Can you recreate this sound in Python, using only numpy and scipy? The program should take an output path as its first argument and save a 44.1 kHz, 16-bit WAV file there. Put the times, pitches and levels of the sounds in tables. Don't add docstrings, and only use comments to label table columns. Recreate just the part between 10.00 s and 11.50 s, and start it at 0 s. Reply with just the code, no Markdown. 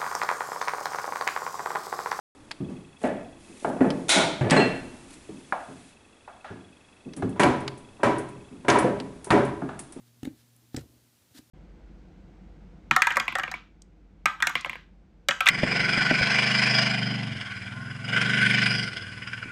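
import sys
import numpy as np
from scipy import signal
from scipy.fft import rfft, irfft
from scipy.io import wavfile

SR = 44100
rng = np.random.default_rng(int(sys.argv[2]) if len(sys.argv) > 2 else 0)


def output_pcm(signal):
    pcm = np.clip(np.atleast_2d(signal).T, -1, 1) * 32767
    wavfile.write(sys.argv[1], SR, np.round(pcm).astype(np.int16))


N = 66150
TIME_S = np.arange(N) / SR
FREQS_HZ = np.fft.rfftfreq(N, 1 / SR)


def amp(db):
    return 10 ** (np.asarray(db) / 20)


def unit_rms(x):
    return x / np.sqrt(np.mean(x ** 2) + 1e-20)


def log_interp(points, hz):
    point_hz, value = np.transpose(points)
    return np.interp(np.log(hz + 1), np.log(point_hz + 1), value)


def add(mix, start_s, sound):
    part = mix[max(round(start_s * SR), 0):][:len(sound)]
    part += sound[:len(part)]


def noise(tone, extra_db=0):
    phases = np.exp(2j * np.pi * rng.random(len(FREQS_HZ)))
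    return unit_rms(irfft(phases * amp(log_interp(tone, FREQS_HZ) + extra_db), N))


def burst(start_s, rise_ms, decay_ms):
    age_ms = np.maximum(TIME_S - start_s, 0) * 1000
    return np.minimum(age_ms / rise_ms, 1) * np.exp(-np.maximum(age_ms - rise_ms, 0) / decay_ms)


def swells(strokes):
    envelope = np.zeros(N)
    for start_s, length_s, level_db, rise_share in strokes:
        corners_s = [start_s, start_s + length_s * rise_share, start_s + length_s]
        envelope += amp(level_db) * np.sin(np.pi / 2 * np.interp(TIME_S, corners_s, [0, 1, 0]))
    return envelope


def hiss():
    # freq_hz, gain_db
    tone = [(25, -23), (60, 6.5), (120, 8), (250, 9), (450, 1.5), (900, -2.5), (2000, -4), (4000, -2.5),
            (8000, -4), (15500, -5.5)]
    return amp(-65.5) * noise(tone)


def hum():
    # pitch_hz, level_db
    partials = [(119.3, -62), (238.6, -70.5)]
    # time_s, gain_db
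    fade = [(0, 0.5), (.4, -3), (.68, -2), (.95, -3), (1.1, -9.5), (1.2, -18.5), (1.5, -12)]
    steady = sum(amp(level_db) * np.sqrt(2) * np.sin(2 * np.pi * (pitch_hz * TIME_S + rng.random()))
                 for pitch_hz, level_db in partials)
    waver = 1 + 0.18 * noise([(1, 0), (9, 0), (25, -40), (60, -120)])
    return steady * waver * amp(np.interp(TIME_S, *np.transpose(fade)))


def room(x):
    # freq_hz, t60_s
    decays = [(70, 0.53), (280, 0.18), (800, 0.11), (3000, 0.14), (12000, 0.047)]
    hz, age_s, spectra = signal.stft(rng.standard_normal(SR // 2), SR, nperseg=256)
    fade = np.exp(-np.log(1000) * age_s / log_interp(decays, hz)[:, None])
    tail = signal.istft(spectra * fade / np.linalg.norm(fade, axis=1, keepdims=True), SR)[1]
    out = np.zeros(N)
    add(out, start_s=.008, sound=signal.fftconvolve(x, tail / np.linalg.norm(tail)))
    return out


def weight_shifts():
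    # start_s, length_s, level_db, rise_share
    leans = [(.16, 0.053, -71, 0.48), (.283, 0.1, -58, .25), (.612, 0.046, -65, 0.44),
             (.80, 0.086, -53.5, 0.11), (.87, 0.23, -63, 0.11), (1.205, 0.034, -65.5, 0.65),
             (1.305, .025, -58.5, 0.25), (1.40, 0.2, -69.5, 0.67)]
    # freq_hz, gain_db
    tone = [(30, -30), (48, -9), (70, 3.5), (125, 3), (175, -10), (280, 0), (450, -10.5), (700, -16.5),
            (1500, -31.5), (6000, -32.5)]
    return swells(leans) * noise(tone)


def finger_rubs():
    # start_s, length_s, level_db, rise_share
    slides = [(.05, 0.05, -67.5, 0.58), (.34, 0.079, -65, 0.97), (.725, 0.035, -61, 0.57),
              (.785, 0.039, -61, 0.46), (1.30, 0.17, -67, 0.35), (1.343, 0.03, -57.5, 0.32),
              (1.359, 0.036, -53, 0.76)]
    # freq_hz, gain_db
    tone = [(100, -24), (280, 7.5), (550, 1), (1100, -5.5), (1600, 5), (2500, -1), (4200, 5), (6500, -2),
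            (10000, -2.5), (16000, -8.5)]
    slips_per_s, smooth_gain = 8200, 0.61
    slips = rng.standard_normal(N) * (smooth_gain + (rng.random(N) < slips_per_s / SR))
    friction = irfft(rfft(slips) * amp(log_interp(tone, FREQS_HZ)), N)
    return swells(slides) * unit_rms(friction)


def clay_tick():
    # start_s, level_db, rise_ms, decay_ms, centre_hz
    [(start_s, level_db, rise_ms, decay_ms, centre_hz)] = [(0.5632, -55, 1.1, 2, 10300)]
    band = noise([(centre_hz / 2, -20), (centre_hz, 0), (centre_hz * 2, -30)])
    return amp(level_db) * burst(start_s, rise_ms, decay_ms) * band


def clay_judder():
    start_s, length_s, ramp_s, level_db = 1.347, 0.0307, 0.005, -53.5
    end_s = start_s + length_s
    slip_hz = np.interp(TIME_S, [start_s, end_s], [313, 217])
    cycles = np.cumsum(slip_hz * (TIME_S > start_s)) / SR
    envelope = np.clip(np.minimum(TIME_S - start_s, end_s - TIME_S) / ramp_s, 0, 1)
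    return amp(level_db) * envelope * np.sqrt(2) * np.sin(2 * np.pi * cycles)


def slaps():
    # start_s, level_db, rise_ms, decay_ms, treble_edge_hz, hollow_hz, lift_db, low_edge_hz
    contacts = [(0.2301, -44.5, 2.5, 3.1, 14500, 2870, 8.5, 600),
                (0.247, -50, 1.8, 9.6, 14000, 3900, 8, 900), (.2526, -34, .5, 0.78, 15500, 4030, 15, 600),
                (0.253, -41, 0.95, 2.1, 4500, 2190, 11, 600), (0.263, -59, 1.6, 14, 8500, 3700, -6, 600),
                (0.273, -59, 0.76, 17, 4500, 2440, 4, 1200), (0.7456, -40, 0.83, 2.5, 6900, 3960, 2, 600),
                (0.7638, -33.5, 0.34, 3.3, 9700, 5330, 8.5, 1900),
                (.7668, -31, 0.55, 1.34, 10600, 8170, 11, 1700),
                (0.7725, -45, 0.22, 4.1, 7500, 1890, 16, 1400),
                (0.783, -44.5, 1.3, 3.3, 8500, 2960, 13.5, 600),
                (0.7926, -46, 0.47, 3.3, 7800, 1900, 3, 600), (.8095, -54, 0.57, 5.4, 12200, 6000, 0, 600)]
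    # freq_hz, gain_db
    tone = [(100, -4), (600, -7), (1000, -5), (1350, 5.5), (1900, 8), (2600, 1.5), (3900, 4), (5200, -1.5),
            (6300, 2), (8400, 1.5), (11000, -3), (16000, 2)]
    hollow_octaves, edge_octaves, treble_gain_db = .17, 0.27, -9.5
    out, hz = np.zeros(N), FREQS_HZ + 1
    for start_s, level_db, rise_ms, decay_ms, treble_edge_hz, hollow_hz, lift_db, low_edge_hz in contacts:
        hollow_db = lift_db * np.exp(-.5 * (np.log2(hz / hollow_hz) / hollow_octaves) ** 2)
        shelf_db = treble_gain_db * .5 * (1 + np.tanh(np.log2(hz / treble_edge_hz) / edge_octaves))
        low_cut_db = -10 * np.log10(1 + (low_edge_hz / hz) ** 4)
        smack = noise(tone, hollow_db + shelf_db + low_cut_db)
        out += amp(level_db) * burst(start_s, rise_ms, decay_ms) * smack
    return out


def table_thumps():
    # start_s, strength_db, contact_ms, boom_db, bass_db, knock_db, clack_db
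    blows = [(.2312, -25.8, 2.32, -10, 0, -11, 0), (.2526, -32, 1.37, -5, -13, -8, -2),
             (.2599, -39.8, 1.56, -10, -12, -3, -4), (.2713, -30.8, 1.84, -8, -9, -3, -12),
             (.2748, -24, 2.06, -8, -7, -11, -10), (.7449, -24.5, 1.97, -12, 2, -6, 2),
             (.769, -33.3, 3.19, 18, -2, 5, -10), (.7733, -35.3, 1.47, -5, 8, -4, -4),
             (.7776, -37.5, 1.35, 18, 7, 14.5, 0), (.7866, -39.5, 1.86, 11, 10, 9, 2),
             (1.3917, -39.2, 2.27, -7, -6, -5, -3)]
    # pitch_hz, level_db, t60_s
    modes = [(68.3, -23.5, .33), (83.4, -17.8, .152), (120.1, -14.3, .161), (143.2, -11.5, .125),
             (253.2, -1.4, .074), (276.8, -5.2, .147), (308.4, -9.9, .123), (382.6, -7.6, .11),
             (462.1, -13.3, .078), (545, -15.5, .055), (738, -4.5, .045), (815, -13, .065),
             (1280, 1.5, .024), (1860, -3, .036)]
    pitch_hz, level_db, t60_s = np.transpose(modes)
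    register = np.searchsorted([100, 200, 350, 650], pitch_hz)
    out, age_s = np.zeros(N), np.arange(SR // 2) / SR
    rings = np.exp(-np.log(1000) * age_s / t60_s[:, None]) * np.cos(2 * np.pi * pitch_hz[:, None] * age_s)
    for start_s, strength_db, contact_ms, boom_db, bass_db, knock_db, clack_db in blows:
        peak_s = contact_ms / 4000
        force = age_s / peak_s * np.exp(-age_s / peak_s)
        place_db = np.array([boom_db, bass_db, 0, knock_db, clack_db])[register]
        thump = signal.fftconvolve(force / force.sum(), amp(level_db + place_db) @ rings)
        add(out, start_s, -amp(strength_db) * thump[:len(age_s)])
    return out


def scene():
    direct = amp(0.4) * table_thumps() + clay_judder() + slaps() + clay_tick() + finger_rubs()
    return (direct + amp(-14) * room(direct) + weight_shifts() + hum() + hiss())[None]


def record(dry):
    low_cut_hz, band_edge_hz = 35, 15450
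    thinned = signal.lfilter(*signal.butter(1, low_cut_hz, "high", fs=SR), dry)
    lowpass = signal.firwin(201, band_edge_hz, window=("kaiser", 8), fs=SR)
    return signal.oaconvolve(thinned, lowpass[None], "same")


dry = scene()
out = record(dry)
output_pcm(out)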